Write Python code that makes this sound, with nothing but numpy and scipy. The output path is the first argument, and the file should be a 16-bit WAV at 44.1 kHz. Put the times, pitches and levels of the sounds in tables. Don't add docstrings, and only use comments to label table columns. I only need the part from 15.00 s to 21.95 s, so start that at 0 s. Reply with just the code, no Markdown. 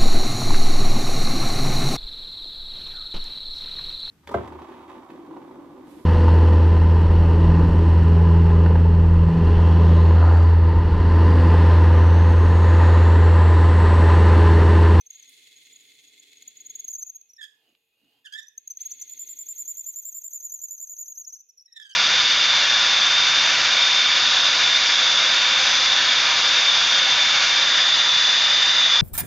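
import sys
import numpy as np
from scipy import signal
from scipy.fft import rfft, irfft, next_fast_len
from scipy.io import wavfile

SR = 44100
rng = np.random.default_rng(int(sys.argv[2]) if len(sys.argv) > 2 else 0)


def store_pcm(level_fs):
    pcm = np.round(np.clip(level_fs, -1, 1) * 32767).astype(np.int16)
    wavfile.write(sys.argv[1], SR, np.atleast_2d(pcm).T)


N = 306495
T = np.arange(N) / SR
WARBLE_START_S, WARBLE_END_S = 3.883, 6.256

# time_s, pitch_hz
MOUTH_PASSES = [
    [(2.37, 1875), (2.405, 1807), (2.465, 1594)],
    [(3.245, 1748), (3.275, 1597), (3.338, 1663), (3.352, 1792), (3.41, 1843)],
    [(6.66, 1985), (6.745, 1902), (6.81, 1724), (6.95, 1526)],
]
# time_s, level_db
RIM_TICKS = [(2.75, -55)]
# frequency_hz, density_db
BED_SPECTRUM = [(40, -29), (100, -19.5), (135, -1.5), (170, -18), (275, 3), (350, -3.5), (450, 1),
                (570, -18), (700, -12), (1500, -47)]


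def warble():
    # time_s, low_hz, crest_hz, level_db, octave_db, lead_turns
    fit = [(3.92, 6405, 6920, -39, -20, 0.072), (4.3, 6306, 7370, -33.5, -11, 0.082),
           (4.7, 6150, 7270, -30.5, -12, 0.027), (5.18, 6210, 7433, -34.5, -6.5, 0),
           (5.36, 6037, 7182, -31, -12, 0.0018), (6.0, 5960, 7095, -31.5, -12.5, 0.0038),
           (6.22, 5570, 6820, -36, -16, 0)]
    # position_turns, pitch_rise_share, swing_db, octave_swing_db
    turn_pattern = [(0, 0.02, -11.5, -9), (0.111, .47, -15.5, -15), (.21, .78, 0, 2),
                    (.27, .66, -3.5, -7.5), (.31, .93, -3.5, 0), (0.371, .83, -8, -1),
                    (0.469, 0.98, 0.5, -1), (.54, .84, -6, -2.5), (.63, .7, 0, -6.5),
                    (.73, .52, -19.5, -18.5), (.85, .36, -24.5, -11), (0.951, .42, -9, -9.5),
                    (1, 0, -9, -8)]
    low_hz, crest_hz, fit_db, octave_db, lead_turns = in_time(fit)
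    turns = np.maximum(spindle_turns(), 0)
    turn, share = turns.astype(int), turns % 1
    sharper, louder = rng.standard_normal((turn[-1] + 1, 2))[turn].T
    position = share + lead_turns * np.sqrt(np.sin(np.pi * share))
    positions, *columns = np.transpose(turn_pattern)
    pitch_rise, swing_db, octave_swing_db = (np.interp(position, positions, c) for c in columns)
    hz = low_hz + (crest_hz + 35.3 * sharper - low_hz) * pitch_rise
    deep = between(WARBLE_START_S, WARBLE_END_S, edge_s=0.0015)
    level = deep * from_db(fit_db - 1.5 + 1.05 * louder + swing_db)
    return squeal(hz, level, octave_db + octave_swing_db - swing_db, jitter=0.008, flutter_db=3.0)


def chirps():
    # time_s, pitch_hz, level_db
    flank_grip = [(0, 6120, -46.5), (.15, 6530, -44.5), (1.2, 6835, -45), (1.55, 6733, -43),
                  (1.82, 6667, -32), (2.1, 6430, -33.5), (2.35, 5820, -52), (3.48, 5980, -48),
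                  (3.59, 6440, -33), (6.27, 6460, -36.5), (6.45, 6080, -50.5), (6.75, 5460, -49.5)]
    # from_s, to_s, length_s, over_grip_db, over_grip_hz, glide_hz
    snags = [(.012, .012, 0.0059, 1, -100, 199.5), (0.07, 0.16, 0.016, -3.5, 79, 249.5),
             (.107, .107, .007, 8.5, 249.5, 99.5), (.134, 0.23, .011, -4.5, -280, -550),
             (1.199, 1.194, .009, 2.5, 0.5, 0), (1.426, 1.44, .005, 3, -150, -0.5),
             (1.48, 1.47, .007, 14, -0.5, 250), (1.575, 1.94, .011, 1.5, 80, 351),
             (1.61, 1.8, 0.015, 0, -30.5, 100), (1.885, 2.03, .016, -.5, -180, 99),
             (2.164, 2.1, 0.0094, -3.5, 80, 0), (.198, .198, 0.0077, 0, 149.5, 99.5),
             (0.732, .733, .016, -6.5, 300, 198.5), (1.908, 2.16, 0.022, -2, 330, 151.5),
             (1.933, 2.097, .014, -8, -350, -200), (2.214, 2.215, 0.0049, 2, 199.5, 149),
             (2.305, 2.28, 0.023, -5, -100, 201), (2.338, 2.33, 0.0077, 2, 50.5, 1),
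             (2.368, 2.35, 0.0099, -3, -250, -400), (3.431, 3.47, 0.0076, 2, -48.5, 150),
             (3.472, 3.42, 0.0059, -3, -150, -200), (3.484, 3.774, .007, 1, 100, 200),
             (3.711, 4.02, 0.017, -1, -200, 222), (3.823, 3.824, .022, -6, 480, 100),
             (3.865, 3.82, 0.022, -2, 150.5, 248), (6.279, 6.34, 0.02, .5, 300, 99),
             (6.299, 6.6, 0.02, -4.5, -300, -700), (6.358, 6.34, 0.038, -1, -300, 750.5),
             (6.408, 6.33, 0.012, 0, -49.5, 403), (6.497, 6.73, 0.016, -1.5, 51.5, 398.5),
             (6.622, 7.04, 0.0096, -0.5, -2, 250), (6.664, 6.5, 0.013, -2, -100, -250)]
    turn_s, scatter_db, dip_hz = .094, 1.07, 90.15
    grip_hz, grip_db = in_time(flank_grip)
    hz, level = grip_hz.copy(), np.zeros(N)
    for from_s, to_s, length_s, over_db, over_hz, glide_hz in snags:
        for middle_s in np.linspace(from_s, to_s, 1 + round(abs(to_s - from_s) / turn_s)):
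            near = np.flatnonzero(abs(T - middle_s) < length_s)
            passage = 2 * (T[near] - middle_s) / length_s
            peak = from_db(grip_db[near] + over_db + scatter_db * rng.standard_normal())
            grip = peak * np.exp(-.95 * abs(passage) ** 3.2)
            bend = np.clip(passage, -1.2, 1.2)
            bent_hz = grip_hz[near] + over_hz + glide_hz * bend / 2 + dip_hz * (bend * bend - .5)
            hz[near] = np.where(grip > level[near], bent_hz, hz[near])
            level[near] = np.maximum(grip, level[near])
    return squeal(hz, level, octave_db=-19, jitter=0.01, flutter_db=1.95)


def squeal(hz, level, octave_db, jitter, flutter_db):
    phase = phase_of(hz * (1 + jitter * drift(150)))
    swing = level * from_db(flutter_db * (1 - np.logaddexp(0, 2 * drift(120))))
    tone = swing * partial(phase, left_lag=.65, pan_db=0)
    jerk = swing * from_db(octave_db + 2 * np.tanh(drift(60)))
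    octave = jerk * partial(2 * phase, left_lag=0.31, pan_db=-1.3)
    mode = signal.butter(4, [5100, 7700], "band", fs=SR, output="sos")
    upper_mode = signal.butter(3, [11400, 15000], "band", fs=SR, output="sos")
    return signal.sosfilt(mode, tone) + signal.sosfilt(upper_mode, octave)


def squawks():
    knock_hz, stutter_db, knock_bend, bending_hz = 104.6, 3, 0.019, 1790
    hz, = in_time([row for rows in MOUTH_PASSES for row in rows])
    level, rattle, lowest_db = catches()
    knocks = rattle * np.cos(phase_of(knock_hz * (1 + .3 * drift(39.7))))
    level = level * from_db(stutter_db * (knocks - 0.15))
    jitter = (0.012 + 0.0314 * rattle) * drift(129.5)
    phase = phase_of(hz * (1 + knock_bend * knocks - .028 * rattle + jitter))
    pulled_phase = .8 * phase + .2 * 2 * np.pi * bending_hz * T
    tone = from_db(lowest_db - 4.5 + 1.93 * drift(110)) * partial(pulled_phase, left_lag=1.8, pan_db=-7)
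    tone += from_db(-4.0 + 3.0 * np.tanh(drift(100))) * partial(2 * phase, left_lag=1.7, pan_db=-4.5)
    for harmonic, weight_db in enumerate([-2.5, -2, -12, -21, -19.5, -23.5], start=3):
        overtone_db = weight_db - 19.3 * (1.5 - rattle) + 7.6 * np.tanh(drift(110))
        tone += from_db(overtone_db) * partial(harmonic * phase, left_lag=0.71, pan_db=-0.5)
    # frequency_hz, density_db
    scraping = [(500, -56), (1150, -36.5), (1900, -7), (3200, 9.5), (7000, -1), (9500, -21),
                (15000, -12.5)]
    scrape = from_db(-17.0) * rattle ** 2 * coloured(scraping, grain_db=2.5)
    radiating = signal.butter(4, 1250, "high", fs=SR, output="sos")
    return signal.sosfilt(radiating, level * (tone + scrape))


def catches():
    # middle_s, length_s, level_db, rattle_share, lowest_partial_db
    mouth_catches = [(2.395, 0.023, -49, 0.05, 4), (2.415, 0.012, -42, 0.67, 3.5),
                     (2.438, 0.038, -40, 0.81, -4.5), (3.265, 0.029, -43, 0.77, 0.5),
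                     (3.335, .022, -40, 1, 1.5), (3.357, .026, -38.5, .6, 2),
                     (3.392, 0.027, -38.5, 0.77, 2), (6.684, 0.011, -62, 0.06, 1.5),
                     (6.721, 0.012, -66, 0.35, -2), (6.771, 0.019, -37.5, 0.53, -5.5),
                     (6.802, 0.0081, -44.5, .8, -0.5), (6.823, .022, -43, 0.7, -3),
                     (6.861, 0.039, -49, 0.8, -3), (6.911, 0.039, -45.5, 0.86, -8.5)]
    rubbing_db, rubbing_rattle = -55.5, .3
    spans = [(rows[0][0], rows[-1][0]) for rows in MOUTH_PASSES]
    rubbing = sum(between(start, end, edge_s=.004) * np.clip((T - start) / 0.13, .15, 1) ** 2
                  for start, end in spans)
    parts = [(from_db(rubbing_db) * rubbing + 1e-9, rubbing_rattle, 0)]
    for middle_s, length_s, db, rattle, lowest_db in mouth_catches:
        parts.append((from_db(db) * swell(middle_s, length_s), rattle, lowest_db))
    power = sum(gain ** 2 for gain, _, _ in parts)
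    rattle = sum(gain ** 2 * share for gain, share, _ in parts) / power
    lowest_db = sum(gain ** 2 * db for gain, _, db in parts) / power
    return np.sqrt(power), np.clip(rattle, 0, 1), lowest_db


def cutting():
    # frequency_hz, density_db
    hiss_spectrum = [(600, -36.5), (1100, -34.5), (1550, -27), (2100, -7.5), (2850, -11.5), (3400, -6.5),
                     (4350, -8.5), (4800, -16), (5900, -18.5), (6750, -9.5), (7900, -20.5), (10500, -23),
                     (11500, -22), (16000, -29.5)]
    # centre_hz, width_hz, boost_db
    tool_modes = [(2117, 84, 7.5), (2580, 50, 7), (3421, 140, 9.5), (4265, 120, 5.5), (7200, 1300, 3.5)]
    # time_s, level_db
    cracks = [(1.424, -56), (1.478, -71), (2.213, -70), (3.675, -64.5), (3.708, -73), (6.27, -80)]
    throb_hz, crest_s, clear_s = 21.25, 1.703, RIM_TICKS[0][0]
    throbs = np.where(T < clear_s, throb_hz * (T - crest_s), 2 * (spindle_turns() - .15))
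    across_grain = np.cos(2 * np.pi * throbs)
    hiss_db, rumble_db = feed()
    snapping = from_db(hiss_db + 0.5 + 2.0 * across_grain + 0.88 * drift(25)) + ticks(cracks)
    hiss = snapping * coloured(hiss_spectrum, tool_modes, grain_db=2.0) + sizzle()
    rumble = from_db(rumble_db + .8 * across_grain) * coloured(BED_SPECTRUM, grain_db=1.5)
    catching = from_db(hiss_db - 13.5 + 7.5 * across_grain + 16 * np.tanh(drift(33)))
    squeaks = squeal(6720 + 150 * drift(25), catching, octave_db=-29.5, jitter=.01, flutter_db=3.5)
    return hiss * from_db([[-.5], [.5]]) + rumble + squeaks


def feed():
    # start_s, ease_s, hiss_db, rumble_db, sag_db_per_s, release_db_per_s
    pushes = [(.1, 1.81, -57, -74.5, 2.25, 85), (3.786, 4.3, -59.5, -72.5, 5, 19),
              (5.13, 5.24, -80.5, -92.5, 6.5, 29)]
    first_bite, deepen_s, build_s = 0.65, 0.16, 0.31
    rub_db, rub_lead_s, rub_fade_db_per_s = -16.5, 0.21, 11
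    hiss_power = rumble_power = 1e-18
    for start_s, ease_s, hiss_db, rumble_db, sag, release in pushes:
        held_s = np.clip(T - start_s, 0, ease_s - start_s)
        after_s = np.maximum(T - ease_s, 0)
        bite = between(start_s, np.inf, edge_s=0.0081) * from_db(-release * after_s)
        rub = between(start_s - rub_lead_s, np.inf, edge_s=.03)
        rub *= from_db(rub_db - rub_fade_db_per_s * after_s)
        cut = bite * (1 - (1 - first_bite) * np.exp(-held_s / deepen_s))
        shake = bite * (1 - np.exp(-held_s / build_s))
        hiss_power += from_db(hiss_db - sag * held_s) ** 2 * (cut ** 2 + rub ** 2)
        rumble_power += from_db(rumble_db) ** 2 * (shake ** 2 + (from_db(-4) * rub) ** 2)
    return 10 * np.log10(hiss_power), 10 * np.log10(rumble_power)


def sizzle():
    # time_s, level_db
    sizzling = [(.24, -95), (.29, -67), (.5, -74.5), (.95, -72), (1.2, -77.5), (1.8, -78), (1.9, -110)]
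    # time_s, level_db
    bright_ticks = [(.295, -55), (.63, -57), (1.478, -63), (2.063, -68.5), (4.578, -66), (4.751, -64),
                    (5.5, -65.5), (6.252, -65.5)]
    # frequency_hz, density_db
    bright_spectrum = [(3000, -29), (8100, -14.5), (8700, -3.5), (10400, 0.5), (10900, -9.5), (14200, -7.5),
                       (15400, -14.5)]
    sizzle_db, = in_time(sizzling)
    return (from_db(sizzle_db) + ticks(bright_ticks)) * coloured(bright_spectrum, grain_db=3.5)


def tip():
    # time_s, level_db, hollow_hz
    rim_contact = [(2.5, -83.5, 1205), (2.68, -70, 663), (2.86, -88.5, 400), (3.02, -74, 560),
                   (3.17, -70.5, 848), (3.3, -86.5, 1200)]
    # frequency_hz, density_db
    brush_spectrum = [(150, -28.5), (700, -11.5), (1100, -16.5), (2200, -13.5), (4700, -10.5),
                      (5400, -22.5), (9000, -23.5)]
    # middle_s, length_s, level_db
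    judders = [(2.709, 0.067, -74.5), (3.057, 0.075, -71.5)]
    brush_db, hollow_hz = in_time(rim_contact)
    level = from_db(brush_db) * between(rim_contact[0][0], rim_contact[-1][0], edge_s=0.021)
    brushing = from_db(-1.5) * coloured(brush_spectrum, modes=[(2820, 210, 18)], grain_db=2.0)
    tick = ticks(RIM_TICKS) * ring(3100, width_hz=770)
    thin_ring = from_db(-4.5) * ring(hollow_hz + 2300, width_hz=130)
    hollow = from_db(-11.5) * ring(hollow_hz, width_hz=110)
    shaking = from_db(-9.5) * level * coloured(BED_SPECTRUM)
    jolts = sum(from_db(db) * swell(middle_s, length_s) for middle_s, length_s, db in judders)
    juddering = jolts * ring(275, width_hz=45)
    at_rim = level * (brushing + thin_ring + hollow) + tick
    return at_rim * from_db([[-1], [1]]) + shaking + juddering


def spindle_turns():
    # time_s, turns_per_s
    speed = [(3.883, 9.95), (4.3, 10.3), (4.75, 10.69)]
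    turns = np.cumsum(in_time(speed)[0]) / SR
    return turns - np.interp(WARBLE_START_S, T, turns)


def lathe():
    # time_s, level_db
    running = [(0, -71.5), (4.5, -76), (6.95, -82.5)]
    # frequency_hz, density_db
    idle_spectrum = [(30, -16), (90, -8.5), (500, -14), (1400, -20.5), (2600, -7.5), (3600, -6),
                     (5500, -24), (9500, -21), (12200, -7), (15500, -23.5)]
    # centre_hz, width_hz, relative_db
    drive_whirrs = [(460.3, 25, -18.5), (835, 50, -27), (2533, 81, -8), (6760, 420, -17.5)]
    running_db, = in_time(running)
    whirrs = np.zeros(N)
    for hz, width_hz, db in drive_whirrs:
        band = resonate(rng.standard_normal(N), hz, width_hz)
        whirrs += from_db(db) * rms_one(resonate(band, hz, width_hz))
    return from_db(running_db) * (from_db(-6.5) * coloured(idle_spectrum) + whirrs)


def echoes(x, t60_s, wet_db):
    t = T[:SR // 2]
    tail = rng.standard_normal((2, len(t))) * from_db(-60 * t / t60_s) * (t > .001)
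    tail /= np.sqrt(np.sum(tail ** 2, axis=1, keepdims=True))
    return from_db(wet_db) * signal.fftconvolve(x, tail, axes=1)[:, :N]


def coloured(spectrum, modes=(), grain_db=0):
    # frequency_hz, correlation
    likeness = [(290, 1), (640, 0.67), (1400, 0.73), (4400, .1), (6800, .55), (15000, 0.4)]
    size = next_fast_len(N)
    hz = np.arange(size // 2 + 1) * SR / size
    grains = from_db(grain_db * drift(350))
    mid, side = rfft(rng.standard_normal((2, N)) * grains, size)
    boost_db = sum(db / (1 + (2 * (hz - centre_hz) / width_hz) ** 2) for centre_hz, width_hz, db in modes)
    gain = from_db(at_hz(spectrum, hz) + boost_db)
    alike = np.clip(at_hz(likeness, hz), 0, 1)
    spread = np.sqrt((1 - alike) / (1 + alike))
    mid, side = irfft([mid * gain, side * gain * spread], size)[:, :N]
    return (mid + side * [[1], [-1]]) / np.std(mid)


def ring(hz, width_hz):
    phase = phase_of(np.broadcast_to(hz, N))
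    off_centre = drift(width_hz) * partial(phase, left_lag=.6, pan_db=-3.5) / np.sqrt(2)
    return off_centre + drift(width_hz) * np.cos(phase)


def partial(phase, left_lag, pan_db):
    sides = np.array([[1], [-1]]) / 2
    return np.sqrt(2) * np.sin(phase - left_lag * sides) * from_db(pan_db * sides)


def resonate(x, hz, width_hz):
    r = np.exp(-np.pi * width_hz / SR)
    feedback = [1, -2 * r * np.cos(2 * np.pi * hz / SR), r * r]
    return signal.lfilter(np.array([1, 0, -1]) * (1 - r * r) / 2, feedback, x)


def ticks(rows):
    return sum(from_db(db) * (T > s) * np.exp(-np.minimum(abs(T - s) / 0.0028, 20)) for s, db in rows)


def swell(middle_s, length_s):
    distance = np.minimum(abs(2 * (T - middle_s) / length_s), 3)
    return np.exp(-distance ** 3)


def between(start_s, end_s, edge_s):
    return (1 + np.tanh((T - start_s) / edge_s)) * (1 + np.tanh((end_s - T) / edge_s)) / 4


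def drift(rate_hz):
    step, settle = 8, 4000
    r = np.exp(-2 * np.pi * rate_hz * step / SR)
    slow = signal.lfilter([1], [1, -2 * r, r * r], rng.standard_normal(N // step + settle + 2))[settle:]
    return np.interp(np.arange(N) / step, np.arange(len(slow)), rms_one(slow))


def phase_of(hz):
    return 2 * np.pi * np.cumsum(hz) / SR


def in_time(rows):
    times, *columns = np.transpose(rows)
    return [np.interp(T, times, column) for column in columns]


def at_hz(points, hz):
    point_hz, value = np.transpose(points)
    return np.interp(np.log(hz + 1), np.log(point_hz), value)


def from_db(db):
    return 10 ** (np.asarray(db) / 20)


def rms_one(x):
    return x / np.sqrt(np.mean(x ** 2) + 1e-20)


def scene():
    high, low = chirps() + warble(), squawks()
    machine = echoes(high + low, t60_s=0.027, wet_db=-8.5)
    workshop = echoes(high, t60_s=0.59, wet_db=-14.0)
    workshop += echoes(low, t60_s=0.39, wet_db=-8.5) * from_db([[-2], [1]])
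    return high + low + machine + workshop + cutting() + tip() + lathe()


def record(dry):
    cutoff_hz = 15800
    return signal.sosfilt(signal.ellip(10, .2, 80, cutoff_hz, fs=SR, output="sos"), dry)


dry = scene()
out = record(dry)
store_pcm(out)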